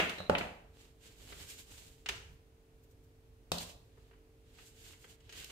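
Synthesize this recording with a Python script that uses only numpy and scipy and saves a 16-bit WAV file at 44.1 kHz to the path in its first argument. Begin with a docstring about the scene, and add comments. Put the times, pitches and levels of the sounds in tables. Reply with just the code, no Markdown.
"""Paper sliding on a table

Friction makes a sheet of paper hiss and scrape in short strokes over a hard table, close to a
phone. Things set down excite damped modes, heard as hard knocks and clacks that reverberate in
a bare room; the sheet snaps as it buckles or is tapped by a hand with a pen. Under it all lies a
low rumble with a faint hum, like that of a fan."""
import sys
import numpy as np
from scipy import signal
from scipy.fft import rfft, irfft, next_fast_len
from scipy.io import wavfile
from scipy.ndimage import map_coordinates

SR = 44100
rng = np.random.default_rng(int(sys.argv[2]) if len(sys.argv) > 2 else 0)


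def file_out(sig):
    """Save sig as 16-bit WAV at sys.argv[1]."""
    # one column per channel
    cols = np.atleast_2d(sig).T
    # limit, then scale
    lim = np.clip(cols, -1, 1)
    pcm = np.round(lim * 32767).astype(np.int16)
    wavfile.write(sys.argv[1], SR, pcm)


N = 243334

# strokes of the sheet and the hand: peak_s, rise_s, fall_s, hiss_db, treble_over_hiss_db, scrape_db
PAPER_STROKES = [ (0.815, .06, 0.081, -63, 0, -65.5), (1.055, 0.036, 0.091, -58.5, 0, -64),
                 (1.22, 0.06, .07, -63.5, 4, -61), (1.299, 0.042, 0.11, -58, 3, -57),
                 (1.42, 0.055, 0.041, -51, 1.5, -55), (1.512, 0.041, 0.05, -50.5, 3, -60.5),
                 (1.594, 0.026, 0.035, -53, 4, -60), (1.715, 0.034, 0.057, -60.5, 4.5, -61),
                 (1.784, 0.11, 0.16, -60.5, 4.5, -63.5), (3.612, .016, .035, -45.5, 1.5, -57),
                 (3.702, 0.076, 0.029, -56, 0.5, -67), (4.03, .15, 0.12, -78, 0, -75),
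                 (4.62, 0.102, .04, -62, -1, -65.5), (4.675, 0.04, 0.033, -63, 7.5, -75),
                 (4.892, .13, 0.067, -57.5, 2, -63), (5.03, 0.038, 0.051, -65, 6, -68),
                 (5.115, 0.034, 0.032, -60.5, 2, -64.5), (5.375, 0.027, 0.096, -49, -2.5, -60),
                 (5.43, 0.11, 0.034, -51.5, -8, -59.5), (5.51, 0.029, .05, -53.5, -4, -61), ]
# low puffs of air from things set down and from the flapping sheet: peak_s, rise_s, fall_s, level_db
AIR_PUFFS = [(0.31, .05, 0.2, -52.5), (2.17, 0.072, 0.06, -54), (2.336, 0.057, 0.027, -52),
             (3.57, .06, 0.23, -57.5)]
# spectra of light sliding, pressed sliding and fanned air: frequency_hz, density_db
HISS_SPECTRUM = [(590, -30), (1000, -20), (1300, -16), (1580, -1.5), (1710, -6), (2530, -1.5), (2840, 1.5),
                 (3150, 0.5), (5780, -5.5), (7360, -1), (10500, -11.5), (14000, -10.5), (15500, -19.5)]
SCRAPE_SPECTRUM = [(200, 4), (400, 4), (750, -1.5), (1500, -3.5), (2800, -1.5), (4000, -1.5), (8000, -23)]
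AIR_SPECTRUM = [(22, -21.5), (52, 1.5), (100, -2.5), (200, -19), (600, -47)]

def paper(pan_right_db=1, treble_hz=4440, fanned_db=-2.5):
    """Sliding friction: strokes hiss, scrape and fan the air; being incoherent, they add in power."""
    power = np.zeros((3, N))
    for peak_s, rise_s, fall_s, hiss_db, treble_db, scrape_db in PAPER_STROKES:
        gains = amp([hiss_db, hiss_db + treble_db, scrape_db])
        power += np.outer(gains, swell(peak_s, rise_s, fall_s)) ** 2
    hiss, bright, scrape = np.sqrt(power)
    light_rub = friction(HISS_SPECTRUM, catches_per_s=1500, grain_db=-7)
    pressed_rub = friction(SCRAPE_SPECTRUM, catches_per_s=470, grain_db=-1)
    body = filtered(light_rub, lambda hz: 1 / (1 + (hz / treble_hz) ** 4))
    sliding = hiss * body + bright * (light_rub - body) + scrape * pressed_rub
    puffs = sum(amp(db) * swell(peak_s, rise_s, fall_s) for peak_s, rise_s, fall_s, db in AIR_PUFFS)
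    air = (amp(fanned_db) * scrape + puffs) * noise(AIR_SPECTRUM)
    return sliding * amp([[-pan_right_db], [pan_right_db]]) + air


def friction(spectrum, catches_per_s, grain_db, spread_db=4, flutter_db=1):
    """Stick-slip: fibres catch at random over a smooth rub, and uneven speed flutters the level."""
    catches = rng.random(N) < catches_per_s / SR
    slips = catches * rng.standard_normal((2, N)) * amp(spread_db * rng.standard_normal(N))
    grains = unit(filtered(slips, lambda hz: causal(amp(along(spectrum, hz)))))
    rub = noise(spectrum) + amp(grain_db) * grains
    return unit(rub * amp(flutter_db * wobble(60)))


def swell(peak_s, rise_s, fall_s, drop_db=9.5, roundness=1.3):
    """Amplitude envelope of a movement that speeds up until peak_s and slows down again."""
    t = np.arange(N) / SR - peak_s
    from_peak = np.maximum(-t / rise_s, t / fall_s)
    return amp(-drop_db * np.minimum(from_peak, 10) ** roundness)


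# hard impacts: start_s, thud_db, clack_db, tick_db, boom_db, contact_s
IMPACTS = [ (-0.010, 14.5, 17, -0.5, -40, 0.031), (0.095, -30.5, -4, -11, -65.5, .02),
           (0.183, -7, -10, -20, -54, 0.017), (0.203, 0.5, -26.5, -27.5, -47, 0.007),
           (0.297, 21.5, 0.5, -11.5, -39.5, 0.0046), (0.351, 1, 8, -28.5, -58.5, .009),
           (0.383, 2.5, -7, -9, -75, 0.01423), (0.41, 3, -1.5, -36, -51.5, .015),
           (3.518, 10, -7, 1, -38.5, 0.007), (3.583, -11.5, -31.5, -8, -74, .008), ]
# spectra of the hollow, hard and bright parts of an impact: frequency_hz, level_db
THUD_SPECTRUM = [(35, -17), (85, 2), (130, -11.5), (175, 5), (235, -3.5), (340, -11), (450, -5.5),
                 (600, -0.5), (760, -2), (1000, -7.5), (1200, -10.5), (1800, -17.5), (5000, -51),
                 (15000, -59)]
CLACK_SPECTRUM = [(60, -35), (400, -1.5), (800, -15), (1300, -6), (1800, -2.5), (2200, -2), (2750, -1),
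                  (4000, -17), (6000, -39), (15000, -57.5)]
TICK_SPECTRUM = [(300, -28.5), (2050, -27), (2600, -1.5), (4200, 0.5), (5500, -6), (7500, -7),
                 (10500, -15.5), (13700, -16), (15500, -22)]

def knocks():
    """Impact excitation: a thing set down gives a thud, a clack and a tick, and shakes the table."""
    out = np.zeros((2, N))
    for start_s, thud_db, clack_db, tick_db, boom_db, contact_s in IMPACTS:
        voices = (THUD_SPECTRUM, thud_db), (CLACK_SPECTRUM, clack_db), (TICK_SPECTRUM, tick_db)
        colour = lambda hz: np.sqrt(sum(amp(db + along(shape, hz)) ** 2 for shape, db in voices))
        hit = strike(colour, contact_s, room_db=-2.5, push_db=-5, ripple_db=3, spacing_hz=48.9,
                     left_lead_ms=0.21)
        add(out, start_s, hit + amp(boom_db) * table_boom())
    return out


def strike(colour, contact_s, room_db, push_db, ripple_db, spacing_hz, left_lead_ms=0):
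    """Source and filter: an impulse, brief chatter and their reverberation pass through close modes."""
    t = np.arange(SR) / SR
    envelope = amp(-30 * t / contact_s) * (1 - np.exp(-t / 0.0016))
    chatter = diffuse(rng.standard_normal((2, SR))) * envelope
    blow = unit(chatter) / np.sqrt(SR) + amp(room_db) * room_tail()
    blow[:, 0] += amp(push_db)
    # close modes ripple the spectrum, above the few broad ones in the bass
    knots = rng.standard_normal(size=2048)
    modes = lambda hz: amp(ripple_db * map_coordinates(knots, [hz / spacing_hz]) * hz / (hz + 900))
    delay_s = np.array([[0], [left_lead_ms]]) / 1000
    return filtered(blow, lambda hz: causal(colour(hz) * modes(hz)) * np.exp(-2j * np.pi * hz * delay_s))


def table_boom(pitch_hz=172, t60_s=0.32, attack_s=0.014):
    """Damped oscillation: the lowest mode of the table top builds up and decays exponentially."""
    t = np.arange(SR) / SR
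    return np.sin(2 * np.pi * pitch_hz * t) * amp(-60 * t / t60_s) * (1 - np.exp(-t / attack_s))


# snaps and taps of paper and pen: start_s, level_db, tilt_db_per_octave, contact_s
PAPER_SNAPS = [ (1.324, -13, -4.5, 0.028), (2.06, -2.5, -2, 0.023), (2.088, 1.5, 3, 0.0093),
               (2.091, 3.5, -2.5, .016), (2.096, -7.5, 4, .008), (3.696, -23, 6.5, 0.02),
               (3.975, -40, -16, 0.037), (4.112, -30, -9, .017), (4.132, -31.5, -9, 0.051),
               (4.586, -21, -2.5, 0.049), (4.933, -22.5, -4.5, 0.04), (5.043, -19.5, -5.5, .022),
               (5.204, -30, 3, 0.023), (5.294, -14, 1.5, .024), (5.325, -11.5, 3.5, 0.04),
               (5.444, -14, 8, 0.0081), (5.499, -18.5, -1.5, 0.023), ]
# spectrum of a snap before its tilt: frequency_hz, level_db
SNAP_SPECTRUM = [(150, -22.5), (290, -17.5), (410, -3.5), (620, -14.5), (1100, -10.5), (1600, -5),
                 (2050, -5), (2450, -4.5), (2900, -1.5), (3800, -8.5), (7500, -16.5), (11000, -31),
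                 (14000, -33)]

def snaps():
    """Buckling and tapping excite the sheet impulsively; a softer contact gives less treble."""
    out = np.zeros((2, N))
    octaves = lambda hz: np.log2(np.maximum(hz, 1000) / 2800)
    for start_s, level_db, tilt, contact_s in PAPER_SNAPS:
        colour = lambda hz: amp(level_db + along(SNAP_SPECTRUM, hz) + tilt * octaves(hz))
        snap = strike(colour, contact_s, room_db=-4, push_db=-7.5, ripple_db=3.5, spacing_hz=125)
        add(out, start_s, snap)
    return out


def squeak(start_s=0.187, length_s=0.088, edge_s=0.017, pitch_hz=3950, half_width_hz=260):
    """Narrow-band friction noise: something drags with a thin, rough squeak that sags in level."""
    level_db, sag_db, flutter_db = -52, 4.5, 1.5
    t = np.arange(N) / SR - start_s
    gate = np.clip(1 + np.minimum(t, length_s - t) / edge_s, 0, 1)
    gain = amp(level_db - sag_db * np.clip(t / length_s, 0, 1) + flutter_db * wobble(70))
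    resonance = lambda hz: 1 / (1 + ((hz - pitch_hz) / half_width_hz) ** 4)
    return gate * gain * unit(filtered(rng.standard_normal((2, N)), resonance))


# shifts of the fingers: peak_s, level_db
FINGER_SHIFTS = [(2.842, -70), (2.915, -70), (3.043, -73)]
# spectrum of their hiss: frequency_hz, density_db
FINGER_SPECTRUM = [(2000, -10.5), (5000, -2), (8200, 0), (10500, -11), (13000, -3), (14600, 4), (15500, -5)]

def fingers(half_width_s=0.0086):
    """Light friction: each shift of the fingers is a faint swell of high hiss."""
    t = np.arange(N) / SR
    envelope = sum(amp(db) / (1 + ((t - peak_s) / half_width_s) ** 2) for peak_s, db in FINGER_SHIFTS)
    return envelope * noise(FINGER_SPECTRUM)


# reverberation times of the bare room: frequency_hz, t60_s
REVERB_TIMES = [(150, 0.45), (400, 0.55), (1000, 0.56), (2800, 0.49), (7000, 0.5), (14000, 0.55)]

def room_tail(build_s=0.0057):
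    """Reverberation: a fresh diffuse tail, of energy near 1, decays exponentially in each band."""
    hz, t, bands = signal.stft(diffuse(rng.standard_normal((2, SR))), SR, nperseg=256)
    fade = amp(-60 * t / along(REVERB_TIMES, hz)[:, None]) * (1 - np.exp(-t / build_s))
    tail = signal.istft(bands * fade, SR, nperseg=256)[1][:, :SR]
    return tail / np.sqrt(SR * np.mean(fade[len(hz) // 8] ** 2))


# spectrum of the room's rumble and hiss: frequency_hz, density_db
RUMBLE_SPECTRUM = [(22, -16.5), (45, 2.5), (70, -4), (115, -4), (200, -20.5), (290, -16.5), (340, -18),
                   (460, -18.5), (600, -23.5), (1080, -30.5), (2000, -32.5), (2700, -33.5), (5000, -38),
                   (15500, -43)]
# tones of the fan-like hum: pitch_hz, level_db
HUM_TONES = [(258.4, -79.5), (301.5, -81), (398.4, -81), (446.8, -71.5)]

def background(rumble_db=-62, waver_db=1.3, drift_rad=0.19):
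    """A line spectrum over broadband noise: hum tones waver in level and phase above the rumble."""
    t = np.arange(N) / SR
    hum = np.zeros(N)
    for pitch_hz, level_db in HUM_TONES:
        gain = np.sqrt(2) * amp(level_db + waver_db * wobble(4.9))
        hum += gain * np.sin(2 * np.pi * pitch_hz * t + drift_rad * wobble(2.4))
    return amp(rumble_db) * noise(RUMBLE_SPECTRUM) + hum


def amp(db):
    """Decibels to amplitude ratio."""
    return 10 ** (np.asarray(db) / 20)


def unit(x):
    """Normalisation to rms 1."""
    return x / np.sqrt(np.mean(x ** 2) + 1e-20)


def along(points, hz):
    """Interpolation of (frequency_hz, value) points on a logarithmic frequency axis."""
    frequencies, values = np.transpose(points)
    return np.interp(np.log(hz + 1), np.log(frequencies + 1), values)


def wobble(rate_hz):
    """Random modulation: a smooth curve through rate_hz knots a second."""
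    knots = rng.standard_normal(int(N * rate_hz / SR) + 4)
    return map_coordinates(knots, [np.arange(N) * rate_hz / SR])


def filtered(x, response):
    """Linear filtering: the spectrum of x times a complex frequency response."""
    length = x.shape[-1]
    padded = 2 * next_fast_len(length // 2 + 4096)
    return irfft(rfft(x, padded) * response(np.fft.rfftfreq(padded, 1 / SR)), padded)[..., :length]


def causal(gain):
    """Minimum phase: the response with this gain that rings only after the blow."""
    cepstrum = irfft(np.log(np.maximum(gain, 1e-6)))
    half = len(cepstrum) // 2
    cepstrum[1:half] *= 2
    cepstrum[half + 1:] = 0
    return np.exp(rfft(cepstrum))


def diffuse(pair, first_null_hz=1000):
    """Diffuse-field coherence: two spaced microphones hear alike only in the bass."""
    angle = lambda hz: np.arccos(np.sinc(hz / first_null_hz)) / 2
    mid, side = filtered(pair, lambda hz: np.array([np.cos(angle(hz)), np.sin(angle(hz))]))
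    return np.array([mid + side, mid - side])


def noise(spectrum):
    """Spectral shaping: diffuse stereo noise of rms 1 with the given colour."""
    white = diffuse(rng.standard_normal((2, N)))
    return unit(filtered(white, lambda hz: amp(along(spectrum, hz))))


def add(out, start_s, sound):
    """Superposition of a sound on out from start_s, which may lie before zero."""
    start = round(start_s * SR)
    rest = sound[:, max(-start, 0):]
    part = out[:, max(start, 0):][:, :rest.shape[1]]
    part += rest[:, :part.shape[1]]


def scene():
    """Superposition: the pressures of impacts, friction and background add."""
    return knocks() + snaps() + paper() + fingers() + squeak() + background()


# imbalance of the two microphone ports: frequency_hz, left_minus_right_db
PORT_BALANCE = [(60, -3.5), (160, 2), (1000, -1.5), (2500, -0.5), (5000, -0.5), (8500, -1), (11000, 1.5),
                (14000, -6.5), (15500, 3.5)]

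def record(dry, top_hz=15650):
    """Frequency response: each microphone port colours the sound, and nothing passes above top_hz."""
    share = np.array([[0.5], [-0.5]])
    return filtered(dry, lambda hz: amp(along(PORT_BALANCE, hz) * share) * (hz < top_hz))


dry = scene()
out = record(dry)
file_out(out)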